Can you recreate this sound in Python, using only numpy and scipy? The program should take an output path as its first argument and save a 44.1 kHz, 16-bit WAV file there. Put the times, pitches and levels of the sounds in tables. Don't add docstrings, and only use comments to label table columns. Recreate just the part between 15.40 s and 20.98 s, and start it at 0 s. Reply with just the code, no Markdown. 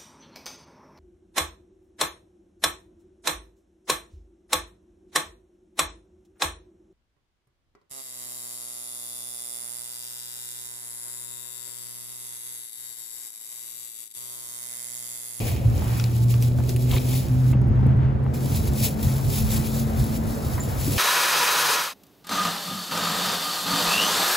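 import sys
import numpy as np
from scipy import signal
from scipy.fft import rfft, irfft, next_fast_len
from scipy.io import wavfile
from scipy.ndimage import uniform_filter1d

SR = 44100
rng = np.random.default_rng(int(sys.argv[2]) if len(sys.argv) > 2 else 0)


def voltage_ratio(level):
    return 10 ** (np.asarray(level, float) / 20)


def store_wav(level_fs):
    pcm = np.round(np.clip(np.atleast_2d(level_fs), -1, 1) * 32767)
    wavfile.write(sys.argv[1], SR, pcm.T.astype(np.int16))


N = 246078
TIME = np.arange(N) / SR
SIZE = next_fast_len(N)
HZ = np.fft.rfftfreq(SIZE, 1 / SR)


def unit_rms(x):
    return x / np.sqrt(np.mean(x ** 2))


def curves(table):
    s, *columns = np.transpose(table)
    return [np.interp(TIME, s, c) for c in columns]


def spectrum(points):
    hz, value = np.transpose(points)
    return np.interp(np.log(HZ + 1), np.log(hz), value)


def colour(x, points):
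    return unit_rms(irfft(rfft(x, SIZE) * voltage_ratio(spectrum(points)), SIZE)[:N])


def resonance(x, hz, width_hz):
    r = np.exp(-np.pi * max(width_hz, 4.) / SR)
    return unit_rms(signal.lfilter([1], [1, -2 * r * np.cos(2 * np.pi * hz / SR), r ** 2], x))


def walk(rate):
    k = int(SR / rate)
    held = np.repeat(rng.standard_normal(N // k + 1), k)
    return 1.62 * uniform_filter1d(uniform_filter1d(held, k), k)[:N]


def grains(rate, spread_db, smear_s, bed):
    chance = rng.random((2, N))
    snaps = (chance[0] < rate / SR) * voltage_ratio(-spread_db * np.log(1 - chance[1]))
    power = signal.lfilter([1], [1, -np.exp(-1 / (smear_s * SR))], snaps ** 2)
    return np.sqrt(power / power.mean() + bed) * rng.standard_normal(N)


def tone(hz, wobble):
    return np.sqrt(2) * np.sin(2 * np.pi * np.cumsum(hz) / SR + wobble * walk(13))


def swells(rows, rest_db):
    round_top_db = 0.5
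    t = TIME[::32]
    power = voltage_ratio(2 * (rest_db + 0 * TIME)[::32])
    for s, db, rise_s, fall_s in rows:
        rising, falling = (s - t) / max(rise_s, .01), (t - s) / max(fall_s, .01)
        down_db = 10 * np.where(t < s, rising, falling)
        power = power + voltage_ratio(2 * (db + round_top_db - np.hypot(down_db, round_top_db)))
    return np.interp(TIME, t, 10 * np.log10(power))


def add(out, s, burst):
    i = int(s * SR)
    out[..., i:i + burst.shape[-1]] += burst[..., :N - i]


# time in seconds, rumble level in dB.
WHEEL_LOAD = [(0.0, -28), (0.5, -29.5), (0.8, -30.5), (1.2, -29), (1.7, -30.5), (2.05, -28.5), (2.3, -18.5),
              (2.65, -23), (2.95, -30), (3.5, -30.5), (4.0, -35), (4.4, -27), (4.9, -31), (5.58, -27)]
# peak in seconds, level in dB, rise and fall in seconds for 10 dB.
SEAMS = [(.28, -22, 0.053, 0.18), (1.21, -32, 0.058, 0), (1.55, -19.5, 0.034, 0),
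         (3.15, -24.5, 0.036, 0.27), (3.67, -19, 0.047, 0), (3.86, -20.5, 0.036, 0.14),
         (4.02, -17.5, 0.016, 0.11), (4.2, -21.5, 0.085, 0), (4.62, -21, 0.075, 0),
         (4.88, -23, 0.017, -0.13), (5.25, -31, .05, -1.5)]
# peak in seconds, level in dB, rise and fall in seconds for 10 dB.
LOADINGS = [
    (.79, -40, 0.08, -1.5),
    (1.21, -31.5, 0.049, 0),
    (2.12, -29.5, 0.047, 0.13),
    (2.46, -30, 0.2, 0.23),
    (2.95, -35, 0.18, 0.5),
    (4.62, -36, .08, 1),
]
# frequency in Hz, level in dB.
RUMBLE_COLOUR = [(20, -40.5), (35, -12.5), (55, 0), (80, 3), (110, 1), (140, 2), (200, -47), (400, -83.5)]
# frequency in Hz, level in dB.
BOOM_COLOUR = [(60, -55), (120, 1), (170, 3), (250, 0.5), (350, -10.5), (500, -23.5), (1000, -56.5)]
# frequency in Hz, width in Hz, level in dB.
BASKET = [(350, 4, 2.5), (430, 37, 1.5), (579, 36, -6.5), (663, 23, -4.5), (784, 13, -12), (890, 14, -12.5),
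          (1000, 4.6, -15.5)]
# time in seconds, wash level in dB, tyre hiss level in dB.
ROAD = [(0, -37.5, -61), (.14, -39.5, -57), (.3, -41, -50), (.43, -42, -45), (.6, -44, -48),
        (.75, -44, -52), (1.2, -43, -54), (1.75, -38.5, -52.5), (2.05, -45.5, -48), (2.3, -39.5, -50),
        (2.5, -40, -46.5), (2.8, -40.5, -49), (3.3, -38.5, -49), (3.7, -39, -47.5), (4.6, -39, -46),
        (5.58, -40, -44.5)]
# frequency in Hz, level in dB.
WASH_COLOUR = [(150, -25), (300, -2.5), (500, -1.5), (750, -9.5), (1200, -38.5), (3000, -72.5)]
# frequency in Hz, level in dB.
HISS_COLOUR = [(300, -32.5), (700, -6), (900, -1), (1300, -4.5), (2200, -13), (4000, -27), (8000, -46),
               (16000, -70)]


def rolling():
    rumble_db = swells(SEAMS, curves(WHEEL_LOAD)[0])
    boom_db = swells(LOADINGS, -37.5 + 0.14 * (rumble_db + 29.0))
    wash_db, hiss_db = curves(ROAD)
    rumble = voltage_ratio(rumble_db + 1.0) * colour(grains(80, 1.0, .012, bed=3.0), RUMBLE_COLOUR)
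    boom = voltage_ratio(boom_db + 3.0) * colour(grains(120, 1.5, .006, bed=2.5), BOOM_COLOUR)
    grit = grains(500, 1.5, .003, bed=3.0)
    wires = sum(voltage_ratio(db + 6.8 * walk(8)) * resonance(grit, hz, width_hz) for hz, width_hz, db in BASKET)
    wash = voltage_ratio(0.87 * walk(12)) * colour(grit, WASH_COLOUR) + voltage_ratio(-7.5) * unit_rms(wires)
    hiss = voltage_ratio(hiss_db + 3.5 + 1.55 * walk(15)) * colour(grit, HISS_COLOUR)
    return rumble + boom + voltage_ratio(wash_db + 1.0) * wash + hiss


# start in
# seconds, peak in dB, ring in Hz, ring time in seconds.
THUMPS = [(0.251, -14, 107, 0.092), (.42, -30, 840, 0.034), (.598, -34, 1400, 0.034),
          (.94, -40, 1160, 0.039), (1.185, -43, 1500, 0.025), (1.186, -27.5, 700, 0.034),
          (1.203, -36, 900, 0.028), (1.534, -30, 3520, 0.02), (1.537, -32.5, 1000, .08),
          (1.545, -30, 526, .08), (1.566, -25.5, 376, 0.065), (1.524, -30, 1000, 0.022),
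          (1.563, -32.5, 2180, 0.032), (1.581, -29.5, 3100, 0.02), (2.129, -41, 2090, 0.035),
          (2.132, -35, 906.4, 0.054), (2.148, -23, 298, 0.064), (2.14, -42, 802, 0.46),
          (2.228, -38, 350, 0.038), (2.286, -38, 398, 0.042), (2.461, -16, 290, 0.044),
          (2.463, -25, 430, 0.051), (2.8638, -24, 850, 0.016), (3.468, -30, 430, 0.12),
          (4.472, -29, 453.9, 0.05), (5.178, -35.5, 1000, 0.14), (5.18, -37.5, 1856, 0.12),
          (5.477, -18.5, 284, 0.11),
          (.005, -30, 109, 0.082), (0.091, -19, 106, 0.075), (0.107, -27, 190, 0.042),
         (0.244, -12, 121, 0.18), (2.151, -12, 241, 0.04), (2.212, -20, 170, 0.054), (2.253, -22, 175, .05),
         (2.314, -22, 82.4, 0.22), (2.344, -18, 85, 0.13), (2.385, -30, 200, .04),
         (2.4592, -12.5, 200, 0.042), (2.471, -23.5, 100, 0.092), (2.546, -24.5, 85, .1),
         (2.6, -23, 75, .15), (2.681, -23, 65, .2), (2.752, -20, 214, 0.097), (2.986, -26.5, 109, 0.072),
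         (3.15, -13.5, 81, 0.22), (3.271, -12, 67, 0.3), (3.42, -17.5, 109, 0.24),
         (3.658, -13, 100.5, 0.16), (3.74, -19, 135, .1), (3.843, -26, 134, .12), (4.007, -17, 99, 0.14),
         (4.17, -21, 90.5, 0.11), (4.446, -18, 110, 0.11), (4.581, -18, 136, 0.13), (4.856, -16, 62, .15),
         (5.345, -17, 64, 0.34), (5.499, -19.5, 142, 0.1),
          (.03, -34, 549, .1), (0.034, -47, 960, 0.053), (.11, -38.5, 675, 0.1), (0.16, -38, 490, 0.12),
         (.21, -36, 541, 0.23), (.08, -39.5, 2156, 0.064), (1.295, -44, 1540, 0.018),
         (1.522, -42, 1500, 0.018), (1.2, -50, 1700, 0.029), (2.133, -45.5, 2700, 0.053),
         (2.131, -46, 1400, 0.029), (2.215, -39, 950, .06), (2.265, -33.5, 800, 0.089),
         (2.39, -38.5, 910, 0.074), (2.8, -42, 620, 0.024), (3.79, -38, 1100, .05), (2.864, -46, 1900, .02),
         (2.225, -28, 350, 0.046), (2.4, -25, 250, .06), (2.3, -23, 240, 0.12), (1.85, -31, 355, 0.17),
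         (4.96, -30, 440, 0.11), (.15, -33, 350, 0.13), (3.7, -32, 270, .15), (3.8, -31, 290, .1),
         (1.53, -34, 760, .06), (1.57, -37, 1150, 0.042), (4.2, -20, 108, 0.16), (2.461, -19, 240, .04),
         (2.153, -21, 320, .04), (5.2, -42, 7200, .2)]


def thumps():
    out, t = np.zeros(N), np.arange(SR // 4) / SR
    for s, db, hz, ring_s in THUMPS:
        ring_s = max(ring_s, .01)
        shape = (1 - np.exp(-t * hz / .6)) * np.exp(-np.log(1000) * t / ring_s)
        low_hz = max(.55 * hz, hz - 40 / ring_s)
        high_hz = min(1.6 * hz, hz + 30 / ring_s, max(4400, 1.05 * hz))
        band = signal.butter(3, (low_hz, high_hz), "band", fs=SR, output="sos")
        puff = unit_rms(signal.sosfilt(band, rng.standard_normal(len(t))))
        ring = np.sin(2 * np.pi * hz * t)
        add(out, s, voltage_ratio(db + 1.0) * shape * (ring + (.18 + hz / 3000) * puff))
    return out


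# start in seconds, peak in dB, ring in Hz, treble above peak in dB,
# left minus right in dB.
TICKS = [(0.1633, -29, 3000, -29, -11), (0.379, -31, 6840, -13, -16), (0.5981, -17.5, 3420, -25, 11),
         (0.6404, -19.5, 4240, -9, 10), (0.8839, -35, 6860, 3, 2), (0.9403, -29.5, 2640, -17, 12),
         (1.0243, -23, 5800, 4, 10), (1.1197, -40, 2560, -6, 9.5), (1.293, -23.5, 6750, 5, 12),
         (1.3627, -28, 2600, 7, 10.5), (1.5143, -20.5, 2600, 3.5, 9), (1.8841, -35, 7070, -10, 4),
         (2.1291, -38, 2420, -24, 4), (.9405, -35, 6800, -8, 8), (1.515, -27, 7200, -5, 5),
         (3.594, -30.5, 2380, -16, 14), (3.7259, -29, 4250, -12.5, 4), (1.113, -39, 3200, -12, 7),
         (1.187, -35, 3020, -8, 9), (1.297, -28.5, 2600, -10, 6), (1.368, -30, 2870, -15, 6),
         (1.508, -27, 3000, -20, 5), (1.547, -34, 2600, -20, 10), (3.1483, -28, 3490, -10, 2),
         (4.091, -30.5, 3370, -6, 4), (4.107, -27, 3930, -8, 6), (4.169, -28, 3850, -10, 4),
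         (4.5741, -35.5, 5160, -4, -2)]
# start in seconds, peak in dB.
SPITS = [(2.2166, -40.5), (2.2727, -47), (2.2847, -48), (2.356, -52), (2.393, -47), (2.4094, -49.5),
         (2.467, -41), (2.5072, -51), (2.5701, -52), (2.8399, -48)]


def ticks():
    out, t = np.zeros((2, N)), np.arange(1500) / SR
    high = signal.butter(4, 7000, "high", fs=SR, output="sos")
    mid = signal.butter(3, (1500, 6800), "band", fs=SR, output="sos")
    snap = 2.6 * (1 - np.exp(-t / 0.00032)) * (np.exp(-t / 0.00043) + 0.079 * np.exp(-t / 0.0093))
    for s, db, hz, top_db, pan_db in TICKS:
        noise = rng.standard_normal((2, len(t)))
        ring = .35 * np.sin(2 * np.pi * hz * t) * np.exp(-t / .0015)
        edges_hz = (max(.42 * hz, 1500), min(1.8 * hz, 6600))
        around = signal.butter(3, edges_hz, "band", fs=SR, output="sos")
        click = 3.4 * (t == t[24])
        crack = 1.37 * signal.sosfilt(around, 0.73 * noise[0] * snap + click)
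        spit = voltage_ratio(top_db - 3.5) * signal.sosfilt(high, noise[1] * snap)
        sides_db = np.array([[pan_db], [-pan_db]]) / 2
        add(out, s, voltage_ratio(db - 1.5 + sides_db) * (ring + crack + spit))
    for s, db in SPITS:
        for share, band in ((0.93, high), (.3, mid)):
            noise = rng.standard_normal((2, len(t))) * np.exp(-t / 0.0014)
            add(out, s, voltage_ratio(db + 3.5) * share * signal.sosfilt(band, noise))
    return out


HELD_S = [
    (0, 2.149),
    (2.937, 5.58),
]
# peak in seconds, level in dB, rise and fall in seconds
# for 10 dB, dull body above peak in dB.
SQUEEZES = [(.0, -47.5, 0.018, 0.08, 6.5), (.082, -43, 0.091, 0.07, 4), (.165, -56, .04, 0.1, 13),
            (.3, -58, 0.092, -0.5, -8), (.385, -55, 0.072, 0, -4), (.58, -46, 0.31, 0.14, 3),
            (.72, -52.5, 0.064, 0.2, -14), (.78, -51, .05, 0, -9), (.838, -49.5, 0.06, -0.04, -11),
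            (.906, -44, 0.022, 0.07, -3.5), (1.032, -45, 0.031, 0.06, -1), (1.085, -49.5, .03, -0.05, -6),
            (1.14, -59.5, .04, 0.3, -6), (1.192, -57.5, .03, -0.4, -2), (1.297, -45.5, 0.058, .05, -1),
            (1.425, -49, 0.043, 0.14, -19), (1.555, -43.5, 0.08, 0.06, 4), (1.72, -46, 0.07, .15, 2.5),
            (1.79, -43.5, 0.18, .05, -2.5), (2.12, -52, 0.32, -0.25, -2),
            (2.95, -55, .05, 0, 3), (3.172, -43, 0.25, 0.04, -4.5), (3.281, -45.5, 0.16, 0.02, -4),
              (3.458, -32.5, 0.067, 0.0367, -5), (3.65, -43, 0.067, 0.08, -6), (3.76, -46.5, 0.13, 0.1, -7),
              (3.98, -37, 0.11, 0.06, -6.5), (4.12, -38.5, 0.053, 0.12, -5), (4.175, -40.5, 0.057, 0, -11),
              (4.27, -48, 0.083, 0.03, 1), (4.35, -45.5, 0.064, 0.16, -9), (4.42, -46.5, 0.18, -0.2, -15),
              (4.488, -56, 0.047, 0.9, -10), (4.594, -46, 0.033, 0.1, -11), (4.66, -54.5, 0.066, 1, -9),
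              (4.767, -45.5, 0.092, 0, -2), (4.891, -50.5, 0.049, 0.5, -17), (5.15, -46, 0.14, 0.04, -13),
              (5.238, -47, 0.023, 0.1, -6), (5.29, -50, 0.048, .08, -10), (5.39, -46, 0.065, .2, -15),
              (5.48, -43, .08, .04, -5), (5.575, -37.5, 0.1, 0.7, -2)]
# time in seconds, creaking change in dB, rustle of folds in dB.
SETTLE = [(2.15, -19, -66), (2.25, -23, -68), (2.33, -22, -73), (2.4, -18, -67.5), (2.56, -23, -77),
          (2.67, -30, -76), (2.8, -22, -79), (2.93, -18, -74)]
# time in seconds, level in dB.
SCRAPE = [
    (1.5, -78),
    (1.51, -38.5),
    (1.55, -38.5),
    (1.585, -36.5),
    (1.61, -83),
]
# frequency in Hz, level in dB.
CRINKLE_COLOUR = [(1200, -26.5), (2900, -9), (3700, 0), (5500, -1), (7500, -4), (9000, -9), (14000, -8)]
# frequency in Hz, level in dB.
BODY_COLOUR = [(300, -38), (800, 4), (1600, -13), (2400, 0), (3200, -8.5), (5000, -38)]
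# frequency in Hz, level in dB.
FILM_COLOUR = [(5000, -36), (7500, -3), (9500, 2.5), (12000, 2.5), (15500, 1.5), (18000, -8)]
# frequency in Hz, level in dB.
FOLDS_COLOUR = [(2500, -20.5), (4000, -1.5), (5000, 2), (6500, -7), (8000, -13), (12000, -30)]
# frequency in Hz, level in dB.
WIRES_COLOUR = [(200, -32), (350, 4.5), (1000, -13), (1500, -21), (2200, 6), (3500, 8), (4500, 2),
                (5500, -18), (16000, -56)]


def bags():
    rows = SQUEEZES
    body_rows = [(s, db + dull_db, rise_s, fall_s) for s, db, rise_s, fall_s, dull_db in rows]
    crinkle_db = swells([row[:-1] for row in rows], -68)
    body_db = swells(body_rows, -65.5)
    film_db = -49 + 1.17 * (crinkle_db + 48)
    held = (TIME < HELD_S[0][1]) | (TIME > HELD_S[1][0])
    creases = grains(1500, 2.72, 0.0021, bed=0.88)
    sound = voltage_ratio(crinkle_db + 4.0) * colour(creases, CRINKLE_COLOUR)
    sound += voltage_ratio(body_db - 1.0) * colour(creases, BODY_COLOUR)
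    sound += voltage_ratio(film_db + 5.0) * colour(creases, FILM_COLOUR)
    scrape = voltage_ratio(curves(SCRAPE)[0]) * colour(grains(430, 4.1, .002, bed=.6), WIRES_COLOUR)
    under_db, folds_db = curves(SETTLE)
    stir = walk(40)
    folds = ~held * voltage_ratio(folds_db + 3.0 * stir) * colour(creases, FOLDS_COLOUR)
    grip = uniform_filter1d(np.where(held, 1., voltage_ratio(under_db)), 200)
    return grip * (voltage_ratio(1.0 * stir) * sound + scrape) + folds


# time in seconds, pitch in Hz, level in dB.
SQUEAK = [
    (1.85, 6620, -90),
    (1.95, 6608, -69),
    (2.2, 6504, -69.5),
    (2.38, 6600, -76.5),
    (2.45, 6594, -94),
]


def axle_squeak():
    hz, db = curves(SQUEAK)
    return voltage_ratio(db - 1.5 + 5.0 * walk(39.8)) * tone(hz, wobble=9.4) * (db > -89)


# time in seconds, firing rate in Hz, level in dB.
ENGINE = [(0.0, 113.7, -30), (0.3, 116.4, -24.5), (0.48, 115.6, -22), (0.62, 117.9, -23.5),
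          (0.85, 119.2, -19), (1.15, 122.3, -22.5), (1.7, 126.3, -21), (1.92, 126.5, -18.5),
          (2.5, 129.2, -19.5), (2.7, 130, -18), (3.1, 131.8, -28), (3.5, 132, -28.5), (3.85, 133.3, -25.5),
          (4.1, 133.5, -43.5), (4.35, 134.9, -28), (4.63, 135.8, -29.5), (4.8, 136.5, -48),
          (5.58, 139, -38)]
# time in seconds, depth in dB, half length in seconds.
ENGINE_LULLS = [(0.212, -20, 0.039), (0.395, -16, 0.046), (1.862, -18, 0.055), (3.233, -10.5, 0.097),
                (3.6, -16, 0.074), (1.617, -11, 0.034), (2.32, -3.5, 0.046), (2.762, -15, 0.062),
                (2.96, -15.5, 0.061)]
# multiple of firing rate, best pitch in Hz, width in Hz,
# level there in dB over the first.
EXHAUST = [
    (2, 249.5, 8, -13),
    (3, 373, 6, -20),
]
# time in seconds, level in dB.
FAN_DRONE = [(.6, -48), (.8, -38.5), (1.0, -51), (1.9, -41), (2.05, -47), (2.6, -37), (3.1, -39.5),
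             (3.25, -33), (3.42, -29.5), (3.51, -40), (3.6, -30.5), (3.76, -28.5), (3.82, -51), (3.94, -33),
             (4.2, -29), (4.75, -29), (5.09, -36), (5.2, -44)]


def engines():
    hz, db = curves(ENGINE)
    for s, depth_db, half_s in ENGINE_LULLS:
        db = db + depth_db * np.clip(1 - abs(TIME - s) / half_s, 0, 1)
    stack = voltage_ratio(db + 1.0 * walk(14)) * tone(hz, wobble=.2)
    for k, best_hz, width_hz, under_db in EXHAUST:
        ring_db = np.maximum(-3 * ((k * hz - best_hz) / (width_hz / 2)) ** 2, -20)
        stack += voltage_ratio(db + under_db + ring_db + 2.0 * walk(8)) * tone(k * hz, wobble=.25)
    turns_per_firing = 1.642
    drone = voltage_ratio(curves(FAN_DRONE)[0] + 1.5 * walk(14)) * tone(turns_per_firing * hz, wobble=0.42)
    return stack + drone


# frequency in Hz, left's lead in radians.
PORT_PHASE = [(0, -1), (260, 0.8), (900, 2), (2150, 7.5), (6800, 6.5), (15400, -6.5), (22050, -20.5)]
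# frequency in Hz, likeness 0-1 and left minus right in dB with the
# source aside, likeness 0-1 and left minus right in dB with it ahead.
PORTS = [(61, 0.97, -0.5, 0.87, 0), (260, 0.63, -1.5, 0.67, -0.5), (600, 0.5, 1, 0.86, 1),
         (1400, 0.16, 1, 0.035, 3.5), (2660, 0.66, 2.5, 0.63, 6), (3350, 0.99, 3.5, 0.93, 1),
         (4030, 0.62, 3, 1, 2.5), (5800, 0.16, 4.5, 0.31, 4.5), (6800, 1, -2, 0.95, -1),
         (16000, 1, 0, 0.94, 2.5)]


def ports(source):
    left, other = rfft(source(), SIZE), rfft(source(), SIZE)
    lag = np.exp(-1j * np.interp(HZ, *np.transpose(PORT_PHASE)))
    table, views = np.array(PORTS), []
    for pair in (table[:, 1:3], table[:, 3:5]):
        alike, lean_db = (spectrum(np.c_[table[:, 0], c]) for c in pair.T)
        alike = np.clip(alike, 0, 1)
        right = alike * lag * left + np.sqrt(1 - alike ** 2) * other
        both = np.array([left * voltage_ratio(lean_db / 2), right * voltage_ratio(-lean_db / 2)])
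        views.append(irfft(both, SIZE)[:, :N])
    return np.where(TIME < HELD_S[1][0], *views)


def scene():
    around = ports(lambda: rolling() + bags())
    far = engines() + axle_squeak()
    far_right = np.interp(TIME - 0.00031, TIME, far)
    no_subsonic = signal.butter(2, 50, "high", fs=SR, output="sos")
    return around + np.array([far, far_right]) + ticks() + signal.sosfilt(no_subsonic, thumps())


def joint_stereo(x, margin_db, low_hz):
    hz, _, z = signal.stft(np.array([x[0] + x[1], x[0] - x[1]]), SR, nperseg=2048)
    bands = (abs(z[:, :-1]) ** 2).reshape(2, 64, 16, -1).sum(axis=2)
    margin = voltage_ratio(-2 * margin_db + 2.0 * rng.standard_normal(bands.shape))
    weak = np.repeat(bands < bands[::-1] * margin, 16, axis=1)
    z[:, :-1] *= ~(weak & (hz[:-1, None] > low_hz))
    mid, side = signal.istft(z, SR, nperseg=2048)[1][:, :N]
    return np.array([mid + side, mid - side]) / 2


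def band_limit(x):
    return signal.sosfilt(signal.butter(12, 17050, fs=SR, output="sos"), x)


def record(dry):
    top = signal.ellip(10, .2, 60, 15750, fs=SR, output="sos")
    mix = joint_stereo(signal.sosfilt(top, dry), margin_db=5.5, low_hz=1400)
    return band_limit(mix)


dry = scene()
out = record(dry)
store_wav(out)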